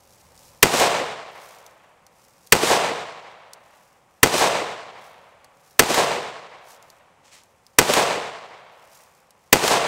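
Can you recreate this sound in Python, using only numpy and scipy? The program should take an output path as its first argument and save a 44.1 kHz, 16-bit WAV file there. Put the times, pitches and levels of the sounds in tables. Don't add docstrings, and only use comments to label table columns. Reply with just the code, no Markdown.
import sys
import numpy as np
from scipy import signal
from scipy.fft import rfft, irfft, next_fast_len
from scipy.io import wavfile
from scipy.ndimage import map_coordinates

SR = 44100
rng = np.random.default_rng(int(sys.argv[2]) if len(sys.argv) > 2 else 0)


def store_pcm(level_fs):
    pcm = np.round(np.clip(level_fs, -1, 1) * 32767).astype(np.int16)
    wavfile.write(sys.argv[1], SR, np.atleast_2d(pcm).T)


N = 435263


def amp(db):
    return 10 ** (np.asarray(db) / 20)


def unit(x):
    return x / np.sqrt(np.mean(x ** 2) + 1e-20)


def along(points, hz):
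    f, v = np.transpose(points)
    return np.interp(np.log(hz + 1), np.log(f + 1), v)


def filtered(x, response):
    size = next_fast_len(len(x) + SR // 2)
    hz = np.fft.rfftfreq(size, 1 / SR)
    return irfft(rfft(x, size) * response(hz), size)[:len(x)]


def coloured(x, spectrum):
    return unit(filtered(x, lambda hz: amp(along(spectrum, hz))))


def fading(x, loss, size):
    hz, t, z = signal.stft(x, SR, nperseg=size)
    damped = z * amp(-loss(hz)[:, None] * t)
    return signal.istft(damped, SR, nperseg=size)[1][:len(x)]


def wobble(count, rate):
    knots = rng.standard_normal(int(count * rate / SR) + 4)
    return map_coordinates(knots, [np.arange(count) * rate / SR])


def swell(t, middle, half):
    return np.exp(-.5 * ((t - middle) / half) ** 2)


def add(track, s, sound):
    part = track[max(round(s * SR), 0):][:len(sound)]
    part += sound[:len(part)]


# t/s, blast level/dB, echo level/dB, smack delay/s, smack level/dB
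SHOT_EVENTS = [(0.6281, -4.5, 0, 0.17, -12), (2.523, -4, 0, 0.15, -23), (4.231, -5, -0.5, 0.15, -17),
               (5.7935, -5, -1.5, 0.15, -13), (7.7862, -4.5, -0.5, .15, -9.5),
               (9.5282, -5, -0.5, 0.15, -11)]
# delay t/s, level/dB
HARD_REFLECTORS = [(0.0299, -0.5), (0.0425, -5.5), (0.112, -6.5), (.187, -2)]


def pistol(clump_db=1.0, lump_db=1.04, spiky=0.37):
    out = np.zeros(N)
    near = rng.standard_normal(SR // 5)
    count = 2 * SR
    clumps = amp(clump_db * wobble(count, rate=290) + lump_db * wobble(count, rate=45))
    thickness = np.exp(spiky * rng.standard_normal(count))
    trunks = unit(clumps * thickness * rng.standard_normal(count))
    reflectors = HARD_REFLECTORS + lesser_trunks()
    for s, blast_db, echo_db, smack_delay, smack_db in SHOT_EVENTS:
        add(out, s - .003, striker())
        add(out, s, amp(blast_db) * blast(near))
        add(out, s, amp(echo_db) * woods(trunks))
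        add(out, s, amp(echo_db) * (foliage() + banks()))
        add(out, s + smack_delay, amp(smack_db) * smack())
        for lag, db in reflectors:
            add(out, s + lag, amp(db + rng.normal()) * slap(lag))
    return out


# f/Hz, level/dB per Hz
BLAST_SPECTRUM = [(30, -17.5), (70, -24), (150, -5), (290, 0), (480, -2), (900, -5), (1700, -3.5),
                  (2200, 0), (4500, -7), (7500, -8), (8400, -8.5), (9600, -16), (15500, -19)]
# f/Hz, 60 dB decay time t/s
BLAST_T60 = [(100, 0.088), (450, .06), (2000, 0.033), (8000, .033), (15000, 0.041)]
# f/Hz, level/dB, 60 dB decay time t/s
RING_MODES = [(318, -17, 0.015), (447.2, -12, 0.13), (827, -14.5, 0.15), (1305, -15.5, 0.07),
              (1508, -10.5, 0.089), (2028, -9.5, 0.058), (2666, -11.5, .045), (3270, -17, 0.078),
              (4590, -17.5, 0.094), (5620, -18, 0.024), (8370, -12, 0.056)]


def blast(near, crack_db=9, ring_db=2.5, own=0.36, front_db=17, front_t60=0.0084):
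    t = np.arange(len(near)) / SR
    front = amp(front_db - 60 * t / front_t60) * rng.standard_normal(len(t))
    crack = coloured(near + own * rng.standard_normal(len(t)), BLAST_SPECTRUM)
    crack = fading(crack, lambda hz: 60 / along(BLAST_T60, hz), size=128)
    ring = np.zeros(len(t))
    for hz, db, t60 in RING_MODES:
        ring += amp(db + rng.normal() - 60 * t / t60) * np.sin(2 * np.pi * hz * t)
    return front + amp(crack_db) * crack + amp(ring_db) * ring


def striker(level_db=-29, hz=3000, width_hz=2500):
    noise = rng.standard_normal(SR // 200)
    tick = filtered(noise, lambda f: 1 / (1 + ((f - hz) / width_hz) ** 2))
    return amp(level_db) * unit(tick)


def smack(t60=0.033):
    t = np.arange(SR // 10) / SR
    return coloured(rng.standard_normal(len(t)), BLAST_SPECTRUM) * amp(-60 * t / t60)


def lesser_trunks(count=9, near_s=.04, far_s=.38, level_db=-10, fall_db_per_s=20):
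    places = (np.arange(count) + rng.random(count)) / count
    lags = near_s + (far_s - near_s) * places
    return [(lag, level_db - fall_db_per_s * lag) for lag in lags]


# f/Hz, loss level/dB per s
PATH_LOSS = [(60, 10.5), (160, 4), (290, 16), (550, 2), (1100, -0.5), (2000, 1), (4000, 7.5), (8000, 25),
             (15000, 47)]


def slap(lag, width_s=0.00048, blur=0.0003):
    u = np.arange(SR // 50) / SR / (width_s + blur * lag)
    pulse = (u - 1) * np.exp(-u)
    return filtered(pulse, lambda hz: amp(-2 * lag * np.maximum(along(PATH_LOSS, hz), 0)))


# f/Hz, level/dB per Hz
WOODS_SPECTRUM = [(25, -51), (55, -30.5), (95, -12.5), (160, -5.5), (240, -7.5), (330, -1.5), (480, 3),
                  (780, 2.5), (1050, 0), (1450, -6), (2300, -6), (5000, -11), (8400, -11.5), (10000, -19),
                  (15500, -24.5)]


def woods(trunks, drift=1.2, stir=.35):
    count = len(trunks)
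    t = np.arange(count) / SR
    delays = np.arange(count) + drift * wobble(count, rate=25)
    paths = map_coordinates(trunks, [delays], mode="nearest")
    echo = coloured(paths + stir * rng.standard_normal(count), WOODS_SPECTRUM)
    return fading(echo, lambda hz: along(PATH_LOSS, hz), size=512) * answer(t)


# delay t/s, level/dB, fall in level/dB per s
TREE_STANDS = [(.112, -17.5, 170), (.193, -14, 69.5), (.335, -24.5, 91)]


def answer(t, swell_db_per_s=330):
    ground = (0, -21.5, 35)
    deep = (0.29, -31.5, 23.5)
    levels = []
    for delay, db, fall in [ground, *TREE_STANDS, deep]:
        levels.append(db - np.maximum(swell_db_per_s * (delay - t), fall * (t - delay)))
    return np.linalg.norm(amp(levels), axis=0)


def foliage(delay_s=.165, spread_s=0.052, level_db=-25, low_hz=1500, high_hz=7500, spiky=.6):
    t = np.arange(SR // 2) / SR
    twigs = rng.standard_normal(len(t)) * np.exp(spiky * rng.standard_normal(len(t)))
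    fizz = unit(filtered(twigs, lambda hz: hz / (hz + low_hz) / np.sqrt(1 + (hz / high_hz) ** 6)))
    return fizz * amp(level_db) * swell(t, delay_s, spread_s)


# delay t/s, level/dB
EARTH_BANKS = [(.118, -19), (.2, -21), (.39, -26)]


def banks(middle_hz=500, width_hz=192, spread_s=.007):
    t = np.arange(SR // 2) / SR
    noise = rng.standard_normal(len(t))
    thump = unit(filtered(noise, lambda hz: 1 / (1 + ((hz - middle_hz) / width_hz) ** 4)))
    return thump * sum(amp(db) * swell(t, delay, spread_s) for delay, db in EARTH_BANKS)


# t/s, relative level/dB
CLICK_EVENTS = [(0.377, -43), (1.6641, -39), (2.066, -42.5), (2.4717, -39), (3.534, -33), (5.445, -43),
                (6.826, -44), (6.9015, -40), (7.4355, -48), (7.666, -44), (9.3067, -43.5)]
# f/Hz, level/dB per Hz
CLICK_SPECTRUM = [(400, -25), (2500, -15), (4500, 1.5), (7500, -1.5), (10000, -4), (15500, -12)]


def trigger(t60=0.012, offset_db=-1, rattle_db=-14, rattle_t60=.05):
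    out, t = np.zeros(N), np.arange(SR // 10) / SR
    shape = amp(-60 * t / t60) + amp(rattle_db - 60 * t / rattle_t60)
    for s, db in CLICK_EVENTS:
        click = coloured(rng.standard_normal(len(t)), CLICK_SPECTRUM)
        add(out, s, amp(db + offset_db) * shape * click)
    return out


# middle t/s, relative level/dB, half-length t/s
ARM_MOVES = [(0.13, -62.5, 0.1), (0.453, -57.5, 0.057), (1.488, -57, 0.091), (2.246, -66, 0.083),
             (3.73, -70.5, 0.078), (5.061, -64, 0.046), (5.68, -69.5, 0.09), (6.714, -56.5, 0.04),
             (8.977, -58.5, 0.057)]
# f/Hz, level/dB per Hz
CLOTH_SPECTRUM = [(500, -29.5), (3000, -7.5), (5500, 1), (8000, -2), (11000, -5), (14000, -7), (16000, -8)]


def clothes(grain_db=3.5, offset_db=4):
    t = np.arange(N) / SR
    moves = np.zeros(N)
    for s, db, half in ARM_MOVES:
        settling = amp(-13) * swell(t, s + .19, 0.063)
        moves += amp(db) * (swell(t, s, half) + settling)
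    grip = amp(-73) * sum(swell(t, s - 0.073, 0.055) for s, *_ in SHOT_EVENTS)
    fidget = amp(-82 + 4 * wobble(N, rate=6))
    catches = rng.standard_normal(N) * amp(grain_db * wobble(N, rate=300))
    return amp(offset_db) * (moves + grip + fidget) * coloured(catches, CLOTH_SPECTRUM)


# start t/s, level/dB, time to peak t/s
SHOE_SCUFFS = [(7.23, -57, 0.038), (7.312, -48, 0.028)]
# f/Hz, level/dB per Hz
LEAF_SPECTRUM = [(300, -18), (900, -5), (2200, -2), (4500, -4), (7500, -3.5), (10000, -14), (15000, -22)]


def shoe(grain_db=2):
    out, t = np.zeros(N), np.arange(SR // 2) / SR
    for s, db, rise in SHOE_SCUFFS:
        grains = rng.standard_normal(len(t)) * amp(grain_db * wobble(len(t), rate=330))
        envelope = t / rise * np.exp(1 - t / rise)
        add(out, s, amp(db) * coloured(grains, LEAF_SPECTRUM) * envelope)
    return out


# f/Hz, level/dB per Hz
WASH_SPECTRUM = [(25, -15.5), (80, -4), (160, -2), (290, -8.5), (420, -6), (550, 0.5), (640, -7.5),
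                 (760, -2), (1100, -5.5), (1500, -12), (2500, -13.5), (4000, -23), (8000, -22.5),
                 (15000, -36)]
# t/s, level/dB
BREEZE_LEVELS = [(0, -71), (.25, -65), (.55, -66.5)]


def outdoors(air_db=-60.5, rumble_hz=110, lull_s=0.54, gust_db=3):
    t = np.arange(N) / SR
    sway = amp(.8 * wobble(N, rate=3))
    wash = coloured(rng.standard_normal(N), WASH_SPECTRUM) * amp(air_db) * sway
    s, db = np.transpose(BREEZE_LEVELS)
    noise = rng.standard_normal(N)
    rumble = unit(filtered(noise, lambda hz: hz / rumble_hz / (1 + (hz / rumble_hz) ** 4)))
    breeze = np.exp(-np.maximum(t - s[-1], 0) / lull_s)
    return wash * amp(gust_db * breeze) + rumble * amp(np.interp(t, s, db)) * breeze


def scene():
    return (pistol() + trigger() + clothes() + shoe() + outdoors())[None]


def record(dry, top=1.0, top_hz=15800):
    x = dry[0]
    clipped = x / (1 + np.abs(x / top) ** 4) ** (1 / 4)
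    overload = np.minimum(np.abs(x - clipped), 1)
    sag, hold_s, recover_hz = .55, .0145, 19

    def sag_response(hz):
        held = np.sinc(hz * hold_s) * np.exp(-1j * np.pi * hz * hold_s)
        return held * (1j * hz / (recover_hz + 1j * hz)) ** 2

    swing = filtered(overload, sag_response)
    out = np.clip(clipped - sag * swing, -.95, .95)
    return filtered(out, lambda hz: np.clip((top_hz - hz) / 400 + .5, 0, 1))[None]


dry = scene()
out = record(dry)
store_pcm(out)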